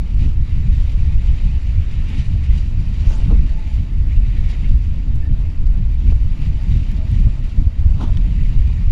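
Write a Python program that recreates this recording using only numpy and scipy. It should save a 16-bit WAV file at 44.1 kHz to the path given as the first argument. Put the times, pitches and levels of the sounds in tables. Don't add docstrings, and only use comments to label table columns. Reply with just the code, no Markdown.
import sys
import numpy as np
from scipy import signal
from scipy.fft import rfft, irfft, next_fast_len
from scipy.io import wavfile
from scipy.ndimage import uniform_filter1d, map_coordinates

SR = 44100
rng = np.random.default_rng(int(sys.argv[2]) if len(sys.argv) > 2 else 0)


def inscribe(sig):
    pcm = np.round(np.clip(np.atleast_2d(sig).T, -1, 1) * 32767)
    wavfile.write(sys.argv[1], SR, pcm.astype(np.int16))


def how_loud(loudness_db):
    steps = np.asarray(loudness_db, float) / 20
    return 10 ** steps


N = 393061

# [f/Hz, level/dB]
HEAVE_COLOUR = [(4, -31), (10, -3.5), (27, 0), (60, -4), (80, -9), (110, -19), (200, -61), (400, -120)]
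FLUTTER_COLOUR = [(40, -34.5), (75, -2), (125, -3.5), (180, -11.5), (230, -26.5), (330, -51.5), (600, -120)]
RATTLE_COLOUR = [(120, -42), (200, 0), (280, -6), (330, -15.5), (500, -28.5), (900, -61), (1500, -120)]
# [t/s, strength level/dB, middle-eddy level/dB, small-eddy level/dB]
WIND = [(0, -11.5, -1, -2.5), (.6, -10.5, 1.5, -1), (1.3, -9.5, -1.5, -2.5), (2.1, -12.5, 1.5, 0.5),
        (2.8, -11, 2.5, 1.5), (3.5, -11, -1, 0), (4.2, -10.5, -1, 0.5), (4.9, -11.5, 0, 1),
        (5.6, -9.5, -3.5, -1.5), (6.3, -10.5, -2, -1.5), (7, -12, 1, 3), (7.7, -12, 3.5, 1),
        (8.3, -10.5, -0.5, 2), (8.91, -10, 0, -3.5)]
# [t/s, length/s, slow push level/dB, fast
# flutter level/dB]
EDDIES = [(0.22, 0.09, 4.5, 9), (0.63, 0.29, 0.5, 2), (0.85, 0.028, 6, 6), (1.16, 0.028, 10, -3),
          (1.48, 0.016, 4.5, 0.5), (2.19, 0.039, 1, 11.5), (2.33, 0.1, -2.5, 7), (2.51, 0.033, 5.5, -8),
          (3.08, 0.043, 6, 2), (3.31, 0.13, 4.5, 2.5), (3.4, 0.023, 5, 1), (4.19, 0.095, 6, -3),
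          (4.72, 0.079, 4.5, 3.5), (5.31, 0.034, 5, 7), (5.8, 0.057, 3, 7.5), (6.1, 0.088, 3, 5),
          (6.26, 0.037, 6, 5), (6.47, 0.18, -2.5, 5.5), (6.74, 0.077, 6.5, 8.5), (7.12, 0.028, -6, 16),
          (7.18, 0.084, 4.5, 4.5), (7.27, 0.042, 3, 6.5), (7.59, 0.025, 10, 5.5), (7.67, 0.031, 12.5, -0.5),
          (7.85, 0.1, 9, 1.5), (8.21, 0.029, 9, 4), (8.41, 0.082, 1, 5), (8.59, 0.042, 9, 5),
          (0.024, 0.064, 0, 2), (0.69, 0.099, 1, 4), (.88, 0.054, 0.5, -4), (0.963, 0.036, 0, 2),
           (1.06, 0.038, 5.5, 4.5), (1.183, .07, 0, 0.5), (1.546, .05, -0.5, 1.5), (1.673, .07, 1, -8),
           (1.768, 0.078, 5.5, -5), (1.915, 0.063, 3, -1), (2.155, .05, 2, -6), (2.306, .05, 6, -1),
           (2.444, 0.038, 2.5, -2), (2.553, 0.036, -2, -0.5), (2.746, 0.051, 0, 0), (2.85, 0.039, -5, -0.5),
           (2.954, 0.04, -8, -6), (3.27, .05, 0, 4.5), (3.495, 0.059, 2.5, -5), (3.603, .06, 1, 2.5),
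           (3.798, 0.062, 0.5, 5.5), (4.06, .08, -1, -2), (4.204, .05, -2, 1), (4.267, .05, -1, 3),
           (4.55, .05, -5, -5), (4.62, 0.079, 0, 1.5), (4.82, .07, -2.5, -1), (4.924, .07, 2.5, 3),
           (5.05, .06, -2, 3.5), (5.206, .05, 3, -3), (5.61, .05, 4, 0), (5.67, 0.072, -2.5, -6.5),
           (5.975, 0.048, 0.5, 3), (6.19, 0.069, 1, -4), (6.323, 0.055, -1, -0.5), (6.413, 0.036, 5.5, 0),
           (6.51, .05, -2, 2), (6.874, 0.049, 5.5, 0.5), (7.098, 0.044, -2, -3), (7.296, 0.041, 2.5, 4.5),
           (7.42, .08, -3.5, 0), (7.55, .08, -0.5, -2), (7.866, 0.071, -0.5, -4), (8.116, .07, 3, -2.5),
           (8.2, 0.037, -4, 3), (8.367, .07, -1, -5), (8.55, 0.082, -2, 2.5), (8.8, 0.059, -3.5, 1.5)]
# [t/s, length/s, depth/dB]
LULLS = [(.05, 0.11, 2.5), (.48, 0.055, 7), (1.39, 0.045, 8), (1.62, 0.041, 8), (1.86, 0.023, 7),
         (2.1, 0.076, 4.5), (2.25, 0.048, 9), (2.69, 0.12, 5), (2.91, 0.1, 1.5), (3.62, 0.21, 6),
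         (3.87, .06, 7), (4.84, 0.062, 3.5), (5.04, 0.074, 6), (5.24, 0.089, 5.5), (5.53, 0.084, 9.5),
         (6.2, .04, 5.5), (6.37, 0.037, 9), (6.59, 0.037, 5.5), (7.45, 0.25, 2.5), (7.64, 0.024, 5.5),
         (7.74, 0.09, 10), (8.01, 0.044, 5.5), (8.54, .04, 6.5), (.92, 0.048, 3.5), (1.22, 0.042, 4.5),
         (4.07, .06, -0.5), (7.35, 0.065, 1), (.32, .04, 5), (7.5, .025, 8), (1.72, .04, 3), (3.7, .04, 4),
         (2.47, .03, 4)]
# [t/s, level/dB]
JOLTS = [(0.25, 8.5), (1.44, 2), (2.11, 9), (2.18, 8.5), (3.19, 8.5), (3.33, 13.5), (4.7, 1), (6.08, 8.5),
         (6.44, 3), (6.76, 7.5), (7.26, 2.5), (7.59, 10.5), (8.03, 13.5), (8.58, 2.5), (.95, 5),
         (1.28, 1.5), (1.55, 2), (1.66, -1), (1.8, 3), (2.75, -4), (3.45, 2), (4.87, -2), (5.2, -1.5),
         (5.4, 1), (5.65, 3), (5.84, -1), (6.9, -1), (7.14, -5), (7.36, -2), (8.15, -1)]
JOLT_S = 0.059
HEAVE_DB, FLUTTER_DB, RATTLE_DB = -2.5, -15, -29.5
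RATTLE_FOLLOWS = 0.26
SHARED_CHOP_DB, HEAVE_CHOP_DB, CHOP_DB = 1.0, 1.5, 1.5

# [f/Hz, level/dB]
ROAR_COLOUR = [(210, -29), (350, -1), (443, -6.5), (526, -6), (805, -11), (886, -9.5), (1600, -13.5),
               (2080, -38.5), (3520, -120)]
WASH_COLOUR = [(880, -40), (1500, -18), (1590, -15), (1790, -1), (2390, 0.5), (2980, -1.5), (3350, -7),
               (3810, -4.5), (4240, -13.5), (4500, -14.5), (5850, -40), (9900, -120)]
SPRAY_COLOUR = [(2470, -34), (4200, -3.5), (4730, 0), (5160, -6.5), (5830, -4.5), (6510, -11), (7020, -6),
                (7900, -15.5), (9430, -14.5), (11500, -22.5), (15000, -52), (22000, -120)]
MIST_COLOUR = [(6000, -39.5), (8500, -4), (11500, -6.5), (15300, -6.5), (17000, -58)]
# [t/s, wash level/dB]
FLOW = [(0.0, -49.5), (0.81, -48), (1.62, -44.5), (2.43, -46), (3.24, -46), (4.05, -49), (4.86, -49.5),
        (5.67, -52.5), (6.48, -48.0), (7.29, -47.5), (8.1, -48), (8.91, -48.5)]
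# [t/s, length/s, swell level/dB, extra spray level/dB]
CRESTS = [(.235, 0.067, 7, 1), (.8, 0.22, 2.5, 1.5), (1.35, 0.13, 2, -0.5), (1.93, .25, 2.5, -2),
          (2.13, 0.087, 4.5, -1.5), (2.2, 0.047, 6.5, 2), (2.41, 0.027, 1, -3), (2.46, 0.021, 5, -3),
          (2.58, 0.077, 2, 2.5), (3.07, 0.061, 3.5, -1.5), (3.14, 0.21, 1, 5), (3.23, 0.065, 1.5, -0.5),
          (3.74, 0.11, 0, 2.5), (4.11, 0.034, 4.5, -4), (4.26, 0.042, 3.5, -2.5), (4.37, 0.026, 1.5, -2),
          (4.51, .07, 2.5, 1.5), (4.52, 0.34, 5, -2), (4.65, 0.036, 2.5, -1), (5.79, 0.063, 2.5, -3.5),
          (6.09, 0.05, 3.5, 1.5), (6.43, 0.091, 3, -1), (6.75, .14, 3, 1), (7.16, .12, 3, 0.5),
          (8.03, 0.035, 3, 4), (8.44, 0.2, 3.5, -1.5), (8.81, 0.046, 4, -2), (.58, .15, 1, -1)]
# [t/s, length/s, depth/dB]
TROUGHS = [(.39, .12, 4), (1.16, 0.11, 1.5), (1.72, 0.39, 2.5), (2.36, .07, 2.5), (2.75, 0.097, 2.5),
           (3.61, 0.13, 0.5), (3.96, 0.19, 3), (5.12, 0.24, 1), (5.68, 0.079, 1.5), (7.4, .12, 2.5),
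           (7.73, 0.28, 3.5), (8.7, .2, -0.5)]
# [t/s, length/s, swell level/dB]
BREAKERS = [
    (.95, .4, 1.5),
    (3.17, 0.25, 6),
    (5.4, 0.37, 1),
    (6.9, .4, 1),
    (7.5, 0.74, 1),
    (8.08, 0.23, 5),
]
# [t/s, f/Hz]
GURGLE = [(0.0, 2460), (0.99, 2430), (1.68, 2540), (1.78, 2323), (3.22, 2602), (3.44, 2422), (6.0, 2350),
          (6.22, 2622), (7.71, 2260), (8.06, 2576), (8.18, 2216), (8.23, 2500), (8.38, 2296), (8.9, 2487)]
ROAR_DB, WASH_DB, SPRAY_DB, BUBBLE_DB = -4, -3, -11, -9.5
ROAR_FOLLOWS, SPRAY_FOLLOWS = 0.35, 0.88
MIST_FOLLOWS = 0.5
RISE_SHARE = 0.96
SPLATS_PER_S, SPLAT_S, SPLAT_DB = 60, 0.011, 0.95
SPLIT_HZ, UPPER_FOLLOWS = 2500, 0.96
BUBBLES_PER_S, BUBBLE_S = 45, 0.022
BUBBLE_RISE, BUBBLE_SPREAD = 0.2, 0.1

# [t/s, length/s, swell level/dB]
LOW_SINGS = [
    (2.36, 0.076, 14.5),
    (3.5, 0.68, 9.5),
    (5.3, 0.3, 10.5),
    (6.6, 0.42, 6.5),
    (7.02, 0.14, 17),
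    (7.4, 0.36, 6),
    (7.72, .1, 12.5),
    (8.1, 0.33, 14.5),
]
HIGH_SINGS = [
    (1.41, .25, 6),
    (2.1, .35, 4.9),
    (3.14, .15, 17),
    (3.65, .3, 10.4),
    (5.3, .3, 4),
    (6.6, .2, 6),
    (7.02, .15, 6),
    (8.03, 0.14, 12),
]
LOW_REST_DB, HIGH_REST_DB = -66.5, -66
# [t/s, f/Hz, level/dB]
CREAK = [
    (5.21, 1750, -72),
    (5.223, 1750, -52),
    (5.288, 1780, -55),
    (5.3, 2300, -58),
    (5.315, 3000, -55),
    (5.33, 3200, -72),
]

# [t/s, rms level/dB, rise/s, fall by 60 dB/s, brightness level/dB]
SLAPS = [(3.313, -35.5, 0.027, 0.12, -11), (8.007, -35.5, 0.0033, 0.048, -2.5),
         (8.014, -33.5, 0.0073, 0.098, -4), (8.03, -40, .003, 0.067, 4), (8.7, -46, .006, .08, 0),
         (8.078, -46, .008, 0.08, 4), (8.1715, -50, .0008, .03, 14), (8.001, -39, .004, .08, -4),
         (8.042, -38, .006, .1, -4), (2.5, -56, .03, .12, -1), (0.23, -54, 0.033, 0.15, 5.5)]
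# [f/Hz, level/dB]
SLAP_BODY = [(210, -27), (350, -7), (421, 2), (517, -12), (878, -3), (1310, -9.5), (1470, -12), (1700, -33),
             (2210, -55.5), (3740, -120)]
SLAP_CRACK = [(1000, -43), (1700, -10), (2790, -9), (3080, -2), (4370, -11), (4720, -21), (5940, -11.5),
              (6640, -21.5), (10700, -30), (13000, -36)]
# [t/s, centre f/Hz, level/dB]
SWISH = [
    (3.05, 5400, -72),
    (3.075, 5800, -54),
    (3.14, 6200, -53),
    (3.165, 7600, -57),
    (3.185, 9800, -63),
    (3.205, 11400, -80),
]
# [t/s, peak level/dB, width/ms]
POPS = [
    (3.313, -29, .3),
    (3.331, -19.5, 0.27),
    (6.1228, -24, 0.15),
    (7.275, -27, 0.22),
    (0.277, -32, .3),
    (6.251, -38, .3),
    (6.966, -45, .3),
]
# [t/s, peak level/dB, case ring level/dB]
DROPS = [(2.1024, -47, 7), (2.464, -51, 1), (3.0779, -46, 4), (4.721, -44, 1), (4.7544, -56, 5),
         (4.9591, -50.5, 4), (5.152, -46, -5), (5.158, -40.5, -12), (6.001, -49, -12), (6.9166, -40, -8),
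         (7.1157, -38, -6), (8.012, -48, 5), (8.1712, -47, 2)]
# [f/Hz, level/dB]
DROP_COLOUR = [(1500, -37), (4300, -1), (7000, -1), (11500, -2), (15500, -10.5), (20000, -43)]
# [t/s, f/Hz, peak level/dB, fall by 60 dB/s]
BOOMS = [
    (3.309, 455, -26.5, 0.16),
    (3.312, 296, -28, 0.16),
    (8.015, 348, -37, 0.18),
]
# [t/s, f/Hz, peak level/dB, fall by 60 dB/s]
RINGS = [(3.307, 1150, -39, .05), (8.001, 1110, -38, .05), (8.0105, 5780, -46, .015),
         (8.012, 851, -32, .08), (8.008, 1450, -38, .06), (8.018, 600, -36, .07), (8.022, 3140, -42, .05),
         (8.027, 3900, -45, .02), (8.04, 6800, -50, .012), (8.05, 5780, -50, .012), (8.052, 3140, -46, .03),
         (8.072, 1300, -42, .03), (8.073, 900, -41, .04), (8.08, 3600, -43, .015), (8.084, 4400, -48, .01),
         (8.1708, 3450, -37, .018), (8.1712, 2700, -41, .012), (8.1735, 1900, -36, .025),
         (8.172, 950, -42, .02)]
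RING_ROUGH_DB = 2.5

# [t/s, length/s, highest f kept/Hz]
SHORTFALLS = [(.17, .05, 11200), (.43, .025, 11000), (.51, .04, 11300), (.74, .05, 12800),
              (1.18, .03, 11100), (1.36, .05, 13600), (1.47, .03, 11000), (1.6, .05, 13400),
              (1.7, .025, 13000), (1.83, .055, 12000), (1.94, .085, 12100), (2.18, .075, 11500),
              (2.43, .07, 11100), (2.56, .04, 11100), (2.64, .04, 11900), (3.2, .03, 11100),
              (3.42, .05, 11100), (3.52, .04, 13500), (3.64, .04, 13200), (4.23, .03, 11400),
              (4.42, .07, 12500), (4.76, .13, 11300), (4.93, .075, 12800), (5.27, .05, 11300),
              (5.49, .04, 14400), (5.65, .04, 12400), (5.77, .025, 11200), (5.94, .045, 11200),
              (6.17, .055, 11300), (6.36, .03, 12900), (6.46, .045, 12600), (6.55, .055, 11300),
              (6.73, .05, 12800), (6.83, .035, 11200), (7.02, .03, 11200), (7.08, .025, 12900),
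              (7.14, .07, 12000), (7.3, .04, 11300), (7.41, .05, 12000), (7.73, .05, 12600),
              (7.93, .1, 12800), (8.13, .035, 11300), (8.21, .035, 11300), (8.75, .13, 11900)]
TOP = 0.97


def unit(x):
    return x / np.sqrt(np.mean(x ** 2) + 1e-20)


def curves(rows):
    s, *columns = np.transpose(rows)
    return [np.interp(np.arange(N) / SR, s, column) for column in columns]


def swells(rows, rise=1):
    s, length, *dbs = np.transpose(rows)
    t = np.arange(0, N + 128, 128) / SR
    late = t[:, None] - s
    flank = length * np.where(late < 0, rise, 2 - rise)
    bells = np.exp(-4 * np.log(2) * (late / flank) ** 2)
    return [np.interp(np.arange(N) / SR, t, bells @ db) for db in dbs]


def wobble(rate):
    knots = rng.standard_normal(int(N * rate / SR) + 4)
    return map_coordinates(knots, [np.arange(N) * rate / SR])


def coloured(x, spectrum):
    m = next_fast_len(len(x) + 8192)
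    hz, db = np.transpose(spectrum)
    log_hz = np.log(np.fft.rfftfreq(m, 1 / SR) + 1)
    gain = how_loud(np.interp(log_hz, np.log(hz + 1), db))
    return unit(irfft(rfft(x, m) * gain, m)[:len(x)])


def steadied(x, span, share):
    power = np.abs(signal.hilbert(x, next_fast_len(N))[:N]) ** 2
    width = int(span * SR)
    swell = np.abs(uniform_filter1d(uniform_filter1d(power, width), width)) + 1e-3
    return unit(x * swell ** (-np.clip(share, 0, 1) / 2))


def buffet():
    wind_db, churn_db, small_db = curves(WIND)
    push_db, fast_db = swells(EDDIES)
    lull_db, = swells(LULLS)
    jolt_db, = swells([(s, JOLT_S, db) for s, db in JOLTS])
    wind_db = wind_db + SHARED_CHOP_DB * wobble(14)

    heave_db = wind_db + HEAVE_DB + push_db - lull_db + HEAVE_CHOP_DB * wobble(16)
    flutter_db = wind_db + FLUTTER_DB + churn_db + fast_db - lull_db + CHOP_DB * wobble(18)
    rattle_db = wind_db + RATTLE_DB + RATTLE_FOLLOWS * (fast_db - lull_db)
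    rattle_db = rattle_db + small_db + jolt_db + CHOP_DB * wobble(18)

    lumps = wobble(30)
    heave = coloured(rng.standard_normal(N), HEAVE_COLOUR)
    flutter = coloured(how_loud(2.85 * lumps) * rng.standard_normal(N), FLUTTER_COLOUR)
    rattle = coloured(how_loud(2.1 * lumps) * rng.standard_normal(N), RATTLE_COLOUR)
    heave = steadied(heave, 0.066, 0.68)
    flutter = steadied(flutter, 0.047, 0.69)
    rattle = steadied(rattle, 0.032, 0.57)
    return how_loud(heave_db) * heave + how_loud(flutter_db) * flutter + how_loud(rattle_db) * rattle


def patchy(spectrum, patchy_db, grains_per_s, grain_db):
    z = signal.stft(rng.standard_normal(N), nperseg=512)[2]
    field = uniform_filter1d(rng.standard_normal(z.shape), size=8, axis=0)
    field = uniform_filter1d(field, size=8, axis=1)
    bed = signal.istft(z * how_loud(patchy_db * unit(field)), nperseg=512)[1][:N]
    chance, side, strength = rng.random((3, N))
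    spikes = (chance < grains_per_s / SR) * np.sign(side - 0.5) * how_loud(10 * strength)
    return coloured(unit(bed) + how_loud(grain_db) * unit(spikes), spectrum)


def tilted(x, tilt_db):
    low = signal.sosfiltfilt(signal.butter(2, SPLIT_HZ, fs=SR, output="sos"), x)
    return how_loud(-tilt_db / 2) * low + how_loud(tilt_db / 2) * (x - low)


def splats():
    chance, size = rng.random((2, N))
    jumps = (chance < SPLATS_PER_S / SR) * -np.log(size + 1e-9)
    fading = signal.lfilter([1], [1, -np.exp(-1 / (SPLAT_S * SR))], jumps)
    return unit(uniform_filter1d(fading - fading.mean(), size=90))


def bubbles():
    draw = rng.random((400, 3))[:int(BUBBLES_PER_S * N / SR)]
    start = (draw[:, :1] * N).astype(int)
    life = np.linspace(0, 1, int(BUBBLE_S * SR))
    hz = curves(GURGLE)[0][start] * np.exp(BUBBLE_SPREAD * 4 * (draw[:, 1:2] - 0.5))
    phase = 2 * np.pi * hz * BUBBLE_S * (life + BUBBLE_RISE * (life * life - life) / 2)
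    chirps = how_loud(12 * draw[:, 2:]) * np.sin(np.pi * life) * np.sin(phase)
    places = start + np.arange(len(life))
    return unit(np.bincount(places.ravel(), chirps.ravel(), N)[:N])


def sea():
    flow_db, = curves(FLOW)
    crest_db, extra_db = swells(CRESTS, RISE_SHARE)
    trough_db, = swells(TROUGHS)
    breaker_db, = swells(BREAKERS)
    mean_db = flow_db.mean()
    swing_db = flow_db - mean_db + crest_db - trough_db
    shimmer = 0.43 * wobble(16) + 0.6 * wobble(55) + SPLAT_DB * splats()

    roar_db = mean_db + ROAR_DB + ROAR_FOLLOWS * swing_db + breaker_db
    wash_db = mean_db + WASH_DB + swing_db
    spray_db = mean_db + SPRAY_DB + SPRAY_FOLLOWS * swing_db + extra_db
    mist_db = -76.5 + MIST_FOLLOWS * (flow_db - mean_db) + 1.2 * wobble(6.8)

    roar = patchy(ROAR_COLOUR, 0.92, 300, -8.5)
    wash = tilted(patchy(WASH_COLOUR, 1.6, 550, -9.0), UPPER_FOLLOWS * extra_db)
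    spray = patchy(SPRAY_COLOUR, 1.0, 1000, -7)
    mist = patchy(MIST_COLOUR, 1.5, 900, -9.0)

    roar = how_loud(roar_db + 0.28 * shimmer + 0.89 * wobble(35)) * roar
    wash = how_loud(wash_db + 0.87 * shimmer + 0.59 * wobble(40)) * wash
    spray = how_loud(spray_db + 0.98 * shimmer + 0.44 * wobble(40)) * spray
    return roar + wash + spray + how_loud(mist_db) * mist + how_loud(wash_db + BUBBLE_DB) * bubbles()


def narrow(hz, width_hz):
    turn = 2 * np.pi * np.cumsum(hz * np.ones(N)) / SR
    return unit(wobble(width_hz) * np.cos(turn) + wobble(width_hz) * np.sin(turn))


def rigging():
    low_db, = swells(LOW_SINGS)
    high_db, = swells(HIGH_SINGS)
    creak_hz, creak_db = curves(CREAK)
    low_hum = how_loud(LOW_REST_DB + low_db) * narrow(641, 75)
    high_hum = how_loud(HIGH_REST_DB + high_db) * narrow(870, 70)
    creak = steadied(narrow(creak_hz, 150), 0.004, 0.54)
    return low_hum + high_hum + how_loud(creak_db) * creak


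def slaps():
    before, after = SR // 10, SR // 2
    t = np.arange(-before, after) / SR
    body = coloured(rng.standard_normal(N + SR), SLAP_BODY)
    crack = coloured(rng.standard_normal(N + SR), SLAP_CRACK)
    crack = np.pad(how_loud(3.8 * wobble(150)), (0, SR)) * crack
    out = np.zeros(N + SR)
    for s, db, rise, t60, bright_db in SLAPS:
        hit = round(s * SR)
        span = slice(hit - before, hit + after)
        shape = how_loud(db + np.where(t < 0, 20 * t / rise, -60 * t / t60))
        out[span] += shape * (body[span] + how_loud(bright_db - 8.5) * crack[span])
    swish_hz, swish_db = curves(SWISH)
    return out[:N] + how_loud(swish_db) * narrow(swish_hz, 1500)


def ticks():
    out = np.zeros(N + SR)
    t = np.arange(-400, 800) / SR
    after = np.maximum(t, 0)
    for s, db, ms in POPS:
        step = np.tanh(t / ms * 1000)
        leak = how_loud(-60 * np.abs(t) / 0.025)
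        out[round(s * SR) - 400:][:len(t)] -= how_loud(db) * step * leak
    for s, db, ring_db in DROPS:
        click = coloured(rng.standard_normal(len(t)), DROP_COLOUR) * how_loud(-60 * after / 0.0023)
        ring = how_loud(ring_db + 3.0 - 60 * after / 0.006) * np.sin(2 * np.pi * 3600 * after)
        out[round(s * SR) - 400:][:len(t)] += how_loud(db) * (t >= 0) * (click + ring)
    return out[:N]


def hull():
    t = np.arange(SR // 2) / SR
    out = np.zeros(N + SR)
    for s, hz, db, t60 in BOOMS + RINGS:
        rough = np.interp(t * hz / 4, np.arange(2000), rng.standard_normal(size=2000))
        fall = how_loud(db + RING_ROUGH_DB * rough - 60 * t / t60)
        onset = 1 - np.exp(-t * hz)
        out[round(s * SR):][:len(t)] += fall * onset * np.sin(2 * np.pi * hz * t)
    return out[:N]


def scene():
    return (buffet() + sea() + rigging() + slaps() + ticks() + hull())[None]


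def thinned(x, hole_db, from_hz, tops_hz, open_share):
    hz, t, z = signal.stft(x, SR, nperseg=512)
    hz = hz[:, None]
    size = uniform_filter1d(np.abs(z), size=3, axis=-2)
    mean = uniform_filter1d(uniform_filter1d(size, size=12, axis=-2), size=12, axis=-1)
    strictness = np.repeat(rng.standard_normal(len(t) // 4 + 1), 4)[:len(t)]
    spare = np.repeat(rng.random(len(t) // 10 + 1), 10)[:len(t)]
    bar_db = hole_db + 2.1 * strictness + 5 * np.log2(hz / from_hz + 1e-3)
    weak = (size < mean * how_loud(bar_db)) & (hz > from_hz)
    top_hz = np.where(spare < open_share, tops_hz[1], tops_hz[0])
    for s, length, kept_hz in SHORTFALLS:
        top_hz[(t > s) & (t < s + length)] = kept_hz
    return signal.istft(z * ~weak * (hz < top_hz), SR, nperseg=512)[1][..., :N]


def top_cut(x):
    return signal.sosfilt(signal.butter(12, 15820, fs=SR, output="sos"), x)


def record(dry):
    soft = dry / (1 + np.abs(dry / TOP) ** 4) ** (1 / 4)
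    mix = thinned(soft, hole_db=-4.0, from_hz=7600, tops_hz=[15100, 15800], open_share=0.5)
    return top_cut(mix)


dry = scene()
out = record(dry)
inscribe(out)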